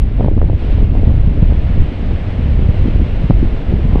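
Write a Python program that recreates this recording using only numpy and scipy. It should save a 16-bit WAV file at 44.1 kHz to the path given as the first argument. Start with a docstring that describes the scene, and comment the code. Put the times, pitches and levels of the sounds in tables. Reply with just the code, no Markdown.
"""Wind over open sand

A small microphone stands out on open sand, with the wind blowing straight onto its port.
Gusts make a deep rumble with a lumpy flutter above it; short buffets crackle, tight eddies pop
as they cross the port, and the biggest buffets overload slightly.
Farther off, drifting sand hisses evenly. A very faint electronic whine lies under it all."""
import sys
import numpy as np
from scipy import signal
from scipy.fft import rfft, irfft
from scipy.io import wavfile
from scipy.ndimage import uniform_filter1d

SR = 44100
rng = np.random.default_rng(int(sys.argv[2]) if len(sys.argv) > 2 else 0)


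def unload_wav(signal):
    """Save mono or channel-first audio to the path in sys.argv[1] as 16-bit WAV at rate SR, clipped to [-1, 1]."""
    wavfile.write(
        sys.argv[1],
        SR,
        np.round(np.clip(np.atleast_2d(signal).T, -1, 1) * 32767).astype(np.int16),
    )


N = 176400
TIME_S = np.arange(N) / SR


def from_db(db):
    """Decibels to gain."""
    return 10 ** (np.asarray(db) / 20)


def unit_rms(x):
    """Scale to unit rms."""
    return x / np.sqrt(np.mean(x ** 2) + 1e-20)


def curve(rows):
    """Join (time_s, value) points with straight lines, one value per sample."""
    times_s, values = np.transpose(rows)
    return np.interp(TIME_S, times_s, values)


def wander(rate_hz):
    """A smooth random curve with a spread of about 1."""
    hop, settle = 40, 2000
    pole = np.exp(-2 * np.pi * rate_hz * hop / SR)
    draws = rng.standard_normal(N // hop + settle + 2)
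    slow = signal.lfilter([1], [1, -2 * pole, pole * pole], draws)[settle:]
    return np.interp(np.arange(N) / hop, np.arange(len(slow)), unit_rms(slow))


def noise(spectrum):
    """Unit-rms noise shaped by (frequency_hz, relative_db) points, falling away past both ends."""
    hz, db = np.transpose(spectrum)
    bins_hz = np.maximum(np.arange(N // 2 + 1) * SR / N, 1)
    skirts = np.minimum(bins_hz / hz[0], 1) ** 2 * np.minimum(hz[-1] / bins_hz, 1) ** 4
    colour = from_db(np.interp(np.log(bins_hz), np.log(hz), db))
    return unit_rms(irfft(rfft(rng.standard_normal(N)) * skirts * colour, N))


def evened(x, span_s):
    """Take out the slow chance swells of a noise, so that the wind sets its level."""
    size = max(int(span_s * SR), 2)
    power = uniform_filter1d(uniform_filter1d(x ** 2, size), size)
    return x / np.sqrt(power + 1e-9)


def eddy_pressure(time_ms, half_width_ms):
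    """One passing eddy: a push, then suction; peak 1."""
    position = time_ms / half_width_ms
    return -position * np.exp((1 - position ** 2) / 2)


# Wind pressure right on the microphone: time_s, relative_db
GUST_LEVELS = [(0.04, -12), (0.11, -20), (0.18, -13.5), (0.33, -14), (0.44, -11), (0.55, -12.5),
               (0.59, -23), (0.69, -13.5), (0.83, -10.5), (0.89, -13.5), (1.05, -12), (1.28, -11.5),
               (1.34, -19), (1.41, -9), (1.5, -13), (1.7, -15.5), (1.82, -11), (1.9, -23), (1.98, -22),
               (2.13, -14), (2.2, -23), (2.28, -19), (2.36, -22.5), (2.44, -14.5), (2.7, -12), (2.75, -20),
               (2.81, -10), (2.89, -17.5), (2.98, -11), (3.1, -20), (3.15, -15), (3.28, -18), (3.33, -10),
               (3.55, -16), (3.6, -23), (3.66, -21), (3.71, -13), (3.79, -17), (3.9, -13.5), (3.98, -13)]
# Colour of the rumble at the port: frequency_hz, relative_db
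RUMBLE_SPECTRUM = [(14, -6.5), (22, 0), (38, -2.5), (65, -4.5), (100, -9.5), (150, -19.5), (250, -33.5),
                   (500, -54.5)]


def rumble(gain_db=3.5):
    """Large eddies rock the pressure at the microphone's port."""
    return from_db(gain_db + curve(GUST_LEVELS)) * evened(noise(RUMBLE_SPECTRUM), span_s=0.062)


# Turbulence right at the port: time_s, relative_db
TURBULENCE_LEVELS = [(0.0, -38), (0.13, -32.5), (0.3, -37.5), (0.6, -30), (0.7, -28), (0.85, -30),
                     (1.2, -27.5), (1.55, -32.5), (1.7, -27), (1.92, -30), (2.1, -28), (2.28, -32),
                     (2.5, -28), (2.76, -30.5), (3.0, -25.5), (3.16, -29.5), (3.6, -30), (3.98, -28)]
# Colour of the flutter, also heard in the buffets: frequency_hz, relative_db
FLUTTER_SPECTRUM = [(70, -14), (130, 0.5), (200, 0.5), (300, -5), (450, -16), (700, -27), (1000, -33),
                    (1600, -58)]


def flutter(lumps_db=3.5, lump_spread_db=4, eddies_per_s=130):
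    """Finer turbulence comes in quick lumps, with a stream of small eddies that thickens in gusts."""
    lumps = evened(noise(FLUTTER_SPECTRUM) * from_db(lump_spread_db * wander(46)), span_s=0.062)
    gust_db = curve(GUST_LEVELS)
    rate_per_s = eddies_per_s * from_db(0.73 * (gust_db - gust_db.mean()))
    half_widths_ms = np.geomspace(1, 2.6, num=5)
    time_ms = np.arange(-400, 401) * 1000 / SR
    stream = 0
    for half_width_ms in half_widths_ms:
        arrivals = rng.random(N) < rate_per_s / len(half_widths_ms) / SR
        strengths = from_db(-1.5 * np.minimum(rng.exponential(1, N), 2)) * rng.choice([-1, 1], N)
        eddy = half_width_ms * eddy_pressure(time_ms, half_width_ms)  # wider eddies push harder
        stream = stream + signal.fftconvolve(arrivals * strengths, eddy, "same")
    return from_db(curve(TURBULENCE_LEVELS)) * (from_db(lumps_db) * lumps + unit_rms(stream))


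# Sand drifting over the open ground beyond the microphone: time_s, relative_db
DRIFT_LEVELS = [(0.03, -45), (0.26, -42.5), (0.32, -47), (0.56, -44), (0.62, -38.8), (0.75, -40),
                (0.88, -43.5), (0.97, -41.5), (1.25, -42.5), (1.6, -40.3), (2.2, -39.5), (2.68, -40.3),
                (2.79, -38.2), (2.95, -39.6), (3.3, -39.5), (3.35, -41), (3.4, -39.8), (3.96, -40)]
# Colour of the sand's hiss from where the microphone stands: frequency_hz, relative_db
SAND_SPECTRUM = [(200, 0), (400, 14), (650, 10), (900, 2.5), (1300, -1.5), (2100, -0.5), (2900, -3),
                 (4000, -11.5), (5000, -20), (7000, -32), (10000, -42), (14000, -55.5)]


def drifting_sand(gain_db=7, treble_hz=3000):
    """Countless grains merge into a smooth hiss, brighter as the drift grows."""
    drift_db = curve(DRIFT_LEVELS)
    flicker_db = 0.5 * wander(28)
    hiss = from_db(gain_db + flicker_db) * noise(SAND_SPECTRUM)
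    body = signal.sosfilt(signal.butter(1, treble_hz, fs=SR, output="sos"), hiss)
    treble = (hiss - body) * from_db(0.16 * (drift_db - drift_db.mean()))
    return from_db(drift_db) * (body + treble)


def electronic_whine(pitch_hz=7800, wobble_hz=25, wobble_rad=0.7, below_drift_db=37):
    """A thin tone with a fast, regular wobble of pitch; its level rises and sinks with the hiss."""
    wobble = wobble_rad * np.sin(2 * np.pi * wobble_hz * TIME_S)
    tone = np.sqrt(2) * np.sin(2 * np.pi * pitch_hz * TIME_S + wobble)
    return from_db(curve(DRIFT_LEVELS) - below_drift_db) * tone


# Rough air hitting the microphone: centre_s, half_length_ms, flutter_relative_db, crackle_relative_db
BUFFET_BURSTS = [(0.049, 8.3, -21, -36), (0.206, 18, -19, -27), (0.258, 24.5, -18, -24.5),
                 (0.328, 11, -22.5, -29.5), (0.379, 10.4, -22, -29), (0.43, 20, -26, -28),
                 (0.5, 16, -30, -32), (0.81, 34, -19, -39), (0.966, 44, -21.5, -27.5),
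                 (1.085, 27, -22, -27.5), (1.311, 17, -21, -44), (1.413, 20, -19, -36),
                 (1.52, 18, -20, -27), (2.078, 25, -27, -41), (2.42, 66, -30.5, -46), (2.658, 49, -26, -36),
                 (2.868, 33, -24.5, -37), (3.439, 27, -19.5, -37), (3.745, 37, -22.5, -43),
                 (3.859, 16, -30, -38), (3.967, 42, -22.5, -23.5)]
# Colour of the crackle at the port's edge: frequency_hz, relative_db
CRACKLE_SPECTRUM = [(200, -7.5), (350, -3), (600, 4), (900, -3), (1200, -13.5), (1800, -27)]


def buffets(crackle_gain_db=-8, lump_spread_db=7):
    """Each swells and fades: a low flutter, and a dull crackle as flow breaks up at the port's edge."""
    low_flutter = evened(noise(FLUTTER_SPECTRUM), span_s=0.046)
    broken_flow = noise(CRACKLE_SPECTRUM) * from_db(lump_spread_db * wander(130))
    crackle = from_db(crackle_gain_db) * evened(broken_flow, span_s=0.014)
    pressure = np.zeros(N)
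    for centre_s, half_length_ms, flutter_db, crackle_db in BUFFET_BURSTS:
        swell = np.exp(-0.5 * ((TIME_S - centre_s) * 1000 / half_length_ms) ** 2)
        pressure += swell * (from_db(flutter_db) * low_flutter + from_db(crackle_db) * crackle)
    return pressure


# The strongest eddies at the port, ahead of the overload: centre_s, peak_db, half_width_ms
STRONG_EDDIES = [(0.198, -11, 0.49), (.209, -9, 0.39), (.2465, -6.5, 0.49), (0.241, -17, 0.47),
                 (0.263, -12, 0.68), (.284, -6.5, 0.43), (0.316, -12, 0.62), (0.368, -7.5, 0.94),
                 (0.377, -11.5, 0.68), (0.379, -19, 0.31), (0.4165, -6, 0.39), (0.429, -9, 0.59),
                 (.443, -15, 0.61), (.499, -11, 0.4), (0.532, -15, 0.5), (0.689, -14, 3),
                 (0.785, -10, 0.53), (0.829, -10, 0.79), (0.953, -12.5, 0.44), (0.976, -7, 1.33),
                 (1.033, -11.5, 0.52), (1.075, 2, 2.1), (1.079, -7, 0.75), (1.097, -8, 0.96),
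                 (1.144, -17, 0.51), (1.181, -9, 3.8), (1.277, -5.5, 1.45), (1.377, -10.5, 0.72),
                 (1.429, 1.5, 1.6), (1.508, 0, 3.2), (1.524, -11.5, 0.59), (1.735, -5.5, 3.3),
                 (1.805, -4, 12), (2.111, -17, 0.7), (2.395, -6, 1.3), (2.593, -11, 0.75),
                 (2.626, -3.5, 1.83), (2.692, -0.5, 1.7), (2.858, -7.5, .8), (2.881, -14, 0.8),
                 (2.885, -6, 0.78), (2.961, -11.5, 0.78), (3.018, -7, 1.04), (3.244, -3.5, 1.63),
                 (3.301, 0, 0.98), (3.308, -5.5, 0.36), (3.3077, -2.5, 1.53), (3.317, -4.5, 2),
                 (3.43, -2, 0.97), (3.727, -9.5, 0.6), (3.739, -1, 1.84), (3.854, -4.5, 1.32),
                 (3.934, -2.5, 2.13), (3.9582, -2.5, 0.63)]


def eddy_pops():
    """Strong eddies cross the port: the tight ones pop, the broad ones thump."""
    return sum(from_db(peak_db) * eddy_pressure((TIME_S - centre_s) * 1000, half_width_ms)
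               for centre_s, peak_db, half_width_ms in STRONG_EDDIES)


def overload(pressure, ceiling=0.9, knee=10):
    """The microphone rounds off the biggest peaks of the wind."""
    return pressure / (1 + np.abs(pressure / ceiling) ** knee) ** (1 / knee)


def scene():
    """One microphone: wind right on the port, with the sand and the faint whine behind it."""
    wind = overload(rumble() + flutter() + buffets() + eddy_pops())
    return (wind + drifting_sand() + electronic_whine())[None]


def record(dry, stopband_hz=15700):
    """A steep low-pass cuts the highest treble."""
    return signal.sosfilt(signal.cheby2(12, 70, stopband_hz, fs=SR, output="sos"), dry)


dry = scene()
out = record(dry)
unload_wav(out)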